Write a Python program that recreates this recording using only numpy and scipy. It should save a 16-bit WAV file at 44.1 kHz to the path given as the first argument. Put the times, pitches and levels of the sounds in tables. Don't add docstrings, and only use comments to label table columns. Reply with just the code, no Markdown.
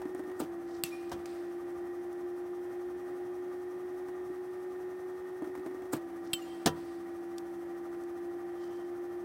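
import sys
import numpy as np
from scipy import signal
from scipy.fft import rfft, irfft, next_fast_len
from scipy.io import wavfile
from scipy.ndimage import uniform_filter1d

SR = 44100
rng = np.random.default_rng(int(sys.argv[2]) if len(sys.argv) > 2 else 0)


def master(y):
    cut = np.clip(np.atleast_2d(y).T, -1, 1)
    pcm = np.round(cut * 32767)
    wavfile.write(sys.argv[1], SR, pcm.astype(np.int16))


N = 407484
T = np.arange(N) / SR
AFTER = T[:SR]


def undb(db):
    return 10 ** (np.asarray(db) / 20)


def spectral_gain(spectrum, size):
    hz, db = np.transpose(spectrum)
    bin_hz = np.maximum(np.fft.rfftfreq(size, 1 / SR), 1)
    return undb(np.interp(np.log(bin_hz), np.log(hz), db))


def colour(x, spectrum):
    shaped = irfft(rfft(x) * spectral_gain(spectrum, len(x)), len(x))
    return shaped / shaped.std()


def noise(spectrum, size=SR):
    return colour(rng.standard_normal(next_fast_len(size)), spectrum)[:size]


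def drift(rate, size=N):
    step = int(SR / rate)
    held = rng.standard_normal(N // 100)[np.arange(size) // step]
    return 1.2 * uniform_filter1d(held, step)


def decay(t60, rise_s=1e-4):
    return (1 - np.exp(-AFTER / rise_s)) * np.exp(-np.log(1000) * AFTER / t60)


def ring(modes, detune, rise_s=0.0046):
    out = 0
    for hz, db, t60 in modes:
        detuned_hz = hz * (1 + detune * rng.standard_normal())
        out = out + undb(db) * decay(t60, rise_s) * np.sin(2 * np.pi * detuned_hz * AFTER)
    return out


def add(out, s, x):
    start = max(int(s * SR), 0)
    out[start:start + len(x)] += x[:max(N - start, 0)]


# (frequency [Hz], bandwidth [Hz], boost [dB])
PANEL_RESONANCES = [(194.3, 16.5, 8), (276, 19, 10), (761.7, 45, 4.5), (1193, 14, 3.5), (1827, 34, 4),
                    (1888, 27, 10.5), (3380, 32, 3)]
def panel_db(hz):
    return sum(db / (1 + (2 * (hz - centre) / width) ** 2) for centre, width, db in PANEL_RESONANCES)


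# (time [s], thump level [dB], scuff level [dB])
THROWS = [(0.401, -18.5, -36), (5.933, -18.5, -30)]
# (lowest hum frequency [Hz], labouring time [s], throb rate under load [Hz])
MOTOR_LOADS = [(343.6, .31, 12.37), (341.3, 2.3, 13.2)]
def motor_rates(idle_hz=376, recovery_s=4.29, earlier_throw_s=-4.5, throb_loss_per_hz=.082):
    def recovery(since, low_hz, labour_s, throb_hz):
        recovering_s = since - labour_s * (1 - np.exp(-since / labour_s))
        hum_hz = idle_hz - (idle_hz - low_hz) * np.exp(-recovering_s / recovery_s)
        return np.array([hum_hz, throb_hz - throb_loss_per_hz * (hum_hz - low_hz)])
    rates = recovery(T - earlier_throw_s, *MOTOR_LOADS[0])
    for (s, *_), load in zip(THROWS, MOTOR_LOADS):
        rates = np.where(T > s, recovery(np.maximum(T - s, 0), *load), rates)
    return rates


# (frequency ratio to the hum, relative level [dB], swell with the throb [dB])
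MOTOR_PARTIALS = [(.573, -34.5, 0), (.818, -32, 0), (.86, -28.5, 0), (1, 0, -1.15), (1.289, -33, 1.5),
                  (1.79, -32.5, 0), (2, -25, .3), (2.25, -22.5, 1.5), (2.58, -36.5, .5), (2.865, -36, .5),
                  (3, -34, 1), (4, -38, 1), (4.5, -39, 0), (5, -29.5, .3), (6, -45, 0), (7, -44.5, .5),
                  (8, -48, .5), (9, -43.5, .5), (10, -47, .5)]
def motor_hum(hum_hz, cycles, throb, base_db=-44, peak_db=5, peak_hz=354.8, peak_width_hz=26.3):
    hum = 0
    for ratio, db, swell_db in MOTOR_PARTIALS:
        flutter_db = (.5 if ratio == 1 else .7) * drift(16)
        boost_db = 0 if ratio == 1 else 1.5 * panel_db(ratio * hum_hz)
        partial = np.sqrt(2) * np.sin(2 * np.pi * ratio * cycles)
        hum = hum + undb(db + flutter_db + boost_db + swell_db * throb) * partial
    housing_db = peak_db / (1 + (2 * (hum_hz - peak_hz) / peak_width_hz) ** 2)
    return hum * undb(base_db + housing_db)


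# (frequency [Hz], relative level [dB])
GEAR_SPECTRUM = [(20, -34), (35, -17), (55, -5), (80, 0.5), (130, -2.5), (235, -5.5), (330, 8), (450, -0.5),
                 (560, 0), (700, 1), (900, -4), (1400, -7), (1620, -7.5), (1730, -10.5), (1900, -6.5),
                 (2300, -16), (3000, -22.5), (6000, -31)]
def gear_rumble(cycles, throb, level_db=-53, throb_db=0.8, bump_gain=0.37, bump_period_cycles=32):
    bump_phase = cycles / bump_period_cycles % 1
    bumps = np.interp(bump_phase, np.linspace(0, 1, 3000), rng.standard_normal(3000))
    force = bump_gain * bumps + rng.standard_normal(N)
    shake = irfft(rfft(force) * undb(panel_db(np.fft.rfftfreq(N, 1 / SR))), N)
    return colour(shake, GEAR_SPECTRUM) * undb(level_db + throb_db * throb + 0.56 * drift(25))


# (frequency [Hz], relative level [dB])
RUB_SPECTRUM = [(600, -25), (950, -9), (1140, 2), (1190, 17), (1235, 6.5), (1450, 0), (1700, -24),
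                (5000, -54)]
SQUEAK_SPECTRUM = [(4500, -28), (5700, -5), (6350, -3), (6900, -11), (8000, -21)]
HISS_SPECTRUM = [(500, -18), (2500, -8), (3300, 6), (4400, 5.5), (5700, 10), (6700, 1), (8200, 8.5),
                 (15000, 5)]
def wheel_noise(throb_phase, rub_db=-64.5, squeak_db=-81, hiss_db=-71.5, swell_db=5, lead_rad=.6):
    throb = np.cos(throb_phase)
    rub = noise(RUB_SPECTRUM, N) * undb(rub_db + swell_db * np.cos(throb_phase + lead_rad))
    squeak = noise(SQUEAK_SPECTRUM, N) * undb(squeak_db + swell_db * throb)
    tick_db = 2.8 * np.maximum(throb, 0) ** 2
    hiss = noise(HISS_SPECTRUM, N) * undb(hiss_db + 1.1 * throb + tick_db + drift(40))
    return rub + squeak + hiss


def pitching_machine():
    hum_hz, throb_hz = motor_rates()
    throb_phase = 2 * np.pi * np.cumsum(throb_hz) / SR
    throb = np.cos(throb_phase)
    cycles = np.cumsum(hum_hz + .2 * drift(30)) / SR
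    return motor_hum(hum_hz, cycles, throb) + gear_rumble(cycles, throb) + wheel_noise(throb_phase)


# (time [s], level [dB], centre [Hz], t60 [s])
TAPS = [(1.096, -48, 6000, 0.0097), (1.1161, -36.5, 810, 0.058), (1.137, -48, 1200, 0.025),
        (1.257, -41, 2190, 0.018), (1.2572, -48, 7050, 0.037), (2.1286, -53.5, 11000, 0.012),
        (6.6607, -19.5, 5760, 0.014), (6.6672, -27, 12000, 0.008), (6.6728, -29, 5300, 0.0068),
        (7.382, -39.5, 6000, 0.018), (8.0362, -52.5, 6000, .015)]
def taps():
    out = np.zeros(N)
    for s, db, hz, t60 in TAPS:
        band = [(hz / 4, -16), (hz / 2, -4), (hz, 0), (hz * 2, -11), (hz * 4, -30)]
        add(out, s, undb(db) * noise(band) * decay(t60))
    return out


# (peak time [s], level [dB], width [s], ring level [dB])
RUSTLES = [(.735, -64.5, 0.042, -89), (6.275, -69.5, 0.038, -94), (8.62, -68.5, 0.024, -76),
           (8.73, -73, 0.092, -70.5)]
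# (frequency [Hz], relative level [dB])
RUSTLE_SPECTRUM = [(1500, -15), (3100, 3), (5200, 9.5), (7000, 1), (8700, 1), (12000, -32)]
def rustles(ring_hz=3110, grit_db=3.5, grains_per_s=400):
    swish = noise(RUSTLE_SPECTRUM, N) * undb(grit_db * drift(grains_per_s))
    ringing = noise([(ring_hz * .75, -60), (ring_hz, 0), (ring_hz * 1.3, -60)], N)
    out = np.zeros(N)
    for s, db, width_s, ring_db in RUSTLES:
        swell = np.exp(-.5 * ((T - s) / width_s) ** 2)
        out += swell * (undb(db) * swish + undb(ring_db) * ringing)
    return out


# (time [s], knock level [dB], clack level [dB], tick level [dB])
FEED_KNOCKS = [(0.017, -39, -42.5, -53), (0.054, -21, -48, -66), (0.093, -33, -60, -57),
               (0.148, -27, -45.5, -45), (0.1932, -21.5, -45.5, -48), (0.237, -28.5, -52, -65),
               (0.275, -25.5, -55, -71), (0.298, -35, -51, -61), (.315, -43, -49, -59),
               (.374, -33, -64, -66), (4.084, -34, -45.5, -56), (4.3, -28, -61, -70),
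               (5.421, -18.5, -48, -60), (5.443, -41, -46.5, -57), (5.472, -25.5, -52, -62),
               (5.552, -38, -44.5, -52), (5.576, -28.5, -48, -60), (5.596, -29, -55, -58),
               (5.662, -19.5, -43.5, -48), (5.710, -30, -52, -65), (5.745, -30, -52, -64),
               (5.766, -31, -61, -65), (5.820, -34, -50, -64), (5.855, -35, -54, -63)]
# (frequency [Hz], relative level [dB], t60 [s])
HOUSING_MODES = [(281.5, -25.5, 0.37), (323, 0, 0.051), (373, -15, 0.047), (640, -25, 0.092),
                 (750, -28, 0.035), (1240, -27, 0.033)]
# (frequency [Hz], relative level [dB])
CLACK_SPECTRUM = [(300, -3), (750, 12.5), (1200, 3), (1900, 1.5), (2600, -10.5), (4000, -15), (8000, -18)]
TICK_SPECTRUM = [(2000, 2), (3500, -16), (6500, -6), (8500, 11), (11000, -6), (15000, -9)]
def feed_rattle(clack_t60=0.076, tick_t60=0.0073):
    out = np.zeros(N)
    for s, knock_db, clack_db, tick_db in FEED_KNOCKS:
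        add(out, s, undb(knock_db) * ring(HOUSING_MODES, detune=0.028))
        add(out, s, undb(clack_db) * noise(CLACK_SPECTRUM) * decay(clack_t60))
        add(out, s, undb(tick_db) * noise(TICK_SPECTRUM) * decay(tick_t60))
    return out


# (delay [s], thump gain [dB], scuff gain [dB])
GRIP_CONTACTS = [(0, 3, 0.5), (.02, -8, -21), (0.033, -9, -17)]
# (frequency [Hz], relative level [dB])
THUMP_SPECTRUM = [(40, -40), (100, 2), (330, 8), (500, 1.5), (1000, -5), (1800, -18), (2500, -16),
                  (8000, -26)]
SCUFF_SPECTRUM = [(300, 11), (1500, 13.5), (2500, -9), (5200, -0.5), (6300, -3), (8000, 8.5), (11000, -3),
                  (15500, 3)]
def wheel_throws(noise_db=-7, thump_t60=0.071, scuff_width_s=0.004):
    thumps, friction = np.zeros(N), np.zeros(N)
    for s, thump_db, scuff_db in THROWS:
        for delay, thump_gain_db, scuff_gain_db in GRIP_CONTACTS:
            housing = ring(HOUSING_MODES, detune=0.021)
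            dull_noise = undb(noise_db) * noise(THUMP_SPECTRUM) * decay(thump_t60, 0.0084)
            add(thumps, s + delay, undb(thump_db + thump_gain_db) * (housing + dull_noise))
            swell = np.exp(-np.abs(T - s - delay - .001) / scuff_width_s)
            friction += undb(scuff_db + scuff_gain_db) * swell
    return thumps + friction * noise(SCUFF_SPECTRUM, N)


# (time [s], slap level [dB], frame level [dB], flap level [dB])
SCREEN_THUDS = [(1.116, -38, -47.5, -42.5), (6.6588, -20, -26.5, -38)]
# (delay [s], gain [dB])
SLAP_BOUNCES = [(0, 0.5), (0.011, -2.5)]
# (frequency [Hz], relative level [dB], t60 [s])
FRAME_MODES = [(159, -5.5, 0.3), (287, -8, 0.27), (349.6, 14, 0.039), (449, 2, .12), (539, -2, 0.14),
               (703, 12, 0.054), (771, -0.5, 0.14), (980, -8.5, 0.28), (1170, -17, 0.24), (1324, -21, 0.36),
               (1710, -7.5, 0.076), (1863, -22, 0.31), (2730, -13, 0.12), (3138, -11, 0.14)]
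# (frequency [Hz], relative level [dB])
SLAP_SPECTRUM = [(35, -20), (70, -41), (250, 12.5), (650, -14.5), (1000, -3), (1700, -1.5), (2200, -18),
                 (3400, -6.5), (4300, -13.5), (5800, -9.5), (7700, -19), (8500, -16), (13000, -27),
                 (15500, -19)]
FLAP_SPECTRUM = [(30, -29), (72, 21), (105, 12), (140, 12), (163, -11), (195, 12), (1200, -4), (4000, -28)]
SLAP_ECHO_SPECTRUM = [(1500, -7), (3000, -3), (4800, 4), (6800, -11), (8600, -1), (12000, -14)]
def screen_thuds(slap_t60=0.074, flap_t60=0.4, echo_s=.2, echo_db=-45, echo_t60=0.96):
    out = np.zeros(N)
    for s, slap_db, frame_db, flap_db in SCREEN_THUDS:
        for delay, gain_db in SLAP_BOUNCES:
            add(out, s + delay, undb(slap_db + gain_db) * noise(SLAP_SPECTRUM) * decay(slap_t60, 0.00094))
        add(out, s + 0.0027, undb(frame_db) * ring(FRAME_MODES, detune=0.002))
        add(out, s, undb(flap_db) * noise(FLAP_SPECTRUM) * decay(flap_t60, 0.0042))
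        echo = noise(SLAP_ECHO_SPECTRUM) * decay(echo_t60, 0.014)
        add(out, s + echo_s, undb(slap_db + echo_db) * echo)
    return out


def brush_scatter(x, t60=.8, rise_s=0.025):
    tail = noise([(300, -20), (2500, 0), (8000, -8), (15000, -16)]) * decay(t60, rise_s)
    return signal.fftconvolve(x, tail / np.sqrt(np.sum(tail ** 2)))


# (time after contact [s], approach speed [m/s], level [dB])
SWING_PATH = [(0, 25, 2), (.015, 16, -8), (.045, 13, -16), (.056, 11, -20), (.068, -8, -34),
              (.081, -18, -21), (.092, -17, -2), (.125, -15, -9), (.15, -15, -16), (.34, -12, -14)]
# (frequency [Hz], t60 [s], share of the swing's level change [0-1],
# level at the first hit [dB], level at the second hit [dB])
BARREL_MODES = [(154, 0.081, 1, -3, -15.5), (2590, 0.13, 0.8, -19, -8), (2550, 1, 1, -5, -40),
                (2960, 0.19, 0.7, -22, -3), (5830, 0.53, .6, -17, -48), (7430, 0.23, 0.84, -13, -8.5),
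                (8600, 0.071, 1, -24, -13), (10040, 0.025, 1, -12, -4), (10650, 0.42, 1, -10, -45),
                (13700, 0.3, 1, -20, -19)]
def barrel_ring(hit, wobble, flex_hz=157, flex_t60=.11, waver_db=3.2, sound_speed=343):
    times, speeds, levels = np.transpose(SWING_PATH)
    speed = np.interp(AFTER, times, speeds)
    swing_db = np.interp(AFTER, times, levels)
    flex = decay(flex_t60) * np.sin(2 * np.pi * flex_hz * AFTER)
    warped_time = np.cumsum(1 + speed / sound_speed + wobble * flex) / SR
    barrel = 0
    for hz, t60, share, *hit_db in BARREL_MODES:
        turning_db = waver_db * drift(157, SR) * (1 - np.exp(-AFTER / 0.018))
        envelope = undb(hit_db[hit] + share * swing_db + turning_db) * decay(t60)
        barrel = barrel + envelope * np.sin(2 * np.pi * hz * warped_time)
    return barrel


# (frequency [Hz], level at the first hit [dB], level at the second hit [dB])
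CRACK_SPECTRA = [(200, -7, -12), (1920, -8.5, -5.5), (2780, -2.5, -6), (3740, -4, 4.5), (4830, 4, -2),
                 (5340, -15, -5), (6300, -26, -32), (7400, -22, -6), (8230, 14.5, -1), (8650, -22, -10),
                 (10200, -17, -12), (11000, -2, -4), (12500, -6, -11), (14800, 4, -1), (16000, -18, -13)]
def contact_crack(hit, t60, rise_s=0.0012):
    burst = rfft(rng.standard_normal(SR) * decay(t60, rise_s))
    gain = spectral_gain([(hz, hit_db[hit]) for hz, *hit_db in CRACK_SPECTRA], SR)
    return irfft(burst / np.abs(burst) * gain, SR) * (AFTER < .5)


# (frequency [Hz], relative level [dB])
GROUND_SPECTRUM = [(500, -23), (2700, 6), (5000, 2), (10000, 0), (15000, -3)]
TREE_SPECTRUM = [(800, -19), (2000, 9.5), (3000, 6), (5000, 6), (6800, -4), (8500, 4), (11000, -11),
                 (15000, -6)]
# (time [s], crack gain [dB], crack t60 [s], ring gain [dB], pitch wobble [fraction],
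# ground scatter [dB], brush scatter [dB], tree echo [dB])
BAT_HITS = [(.8368, -0.5, 0.0055, -33.5, 0.061, -42, -58, -58),
            (6.3326, -0.5, 0.03, -23.5, .008, -54, -56.5, -61)]
def bat_hits(ground_t60=0.23, brush_t60=1.66, smear_s=.115, smear_db=-30.5, echo_s=.42, echo_t60=1.0):
    out = np.zeros(N)
    for hit, (s, crack_db, crack_t60, ring_db, wobble, *reflection_db) in enumerate(BAT_HITS):
        ground_db, brush_db, echo_db = reflection_db
        barrel = undb(ring_db) * barrel_ring(hit, wobble)
        add(out, s, barrel + undb(crack_db) * contact_crack(hit, crack_t60))
        add(out, s, undb(ground_db) * noise(GROUND_SPECTRUM) * decay(ground_t60, 0.0043))
        add(out, s, undb(brush_db) * noise(TREE_SPECTRUM) * decay(brush_t60, 0.04))
        add(out, s + smear_s, undb(smear_db) * brush_scatter(barrel))
        add(out, s + echo_s, undb(echo_db) * noise(TREE_SPECTRUM) * decay(echo_t60, 0.014))
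    return out


def scene():
    mix = pitching_machine() + feed_rattle() + wheel_throws() + bat_hits() + screen_thuds()
    return (mix + taps() + rustles())[None]


def record(dry, low_hz=42, top_hz=15900):
    high_passed = signal.sosfilt(signal.butter(3, low_hz, "high", fs=SR, output="sos"), dry)
    return signal.sosfilt(signal.ellip(10, .2, 80, top_hz, fs=SR, output="sos"), high_passed)


dry = scene()
out = record(dry)
master(out)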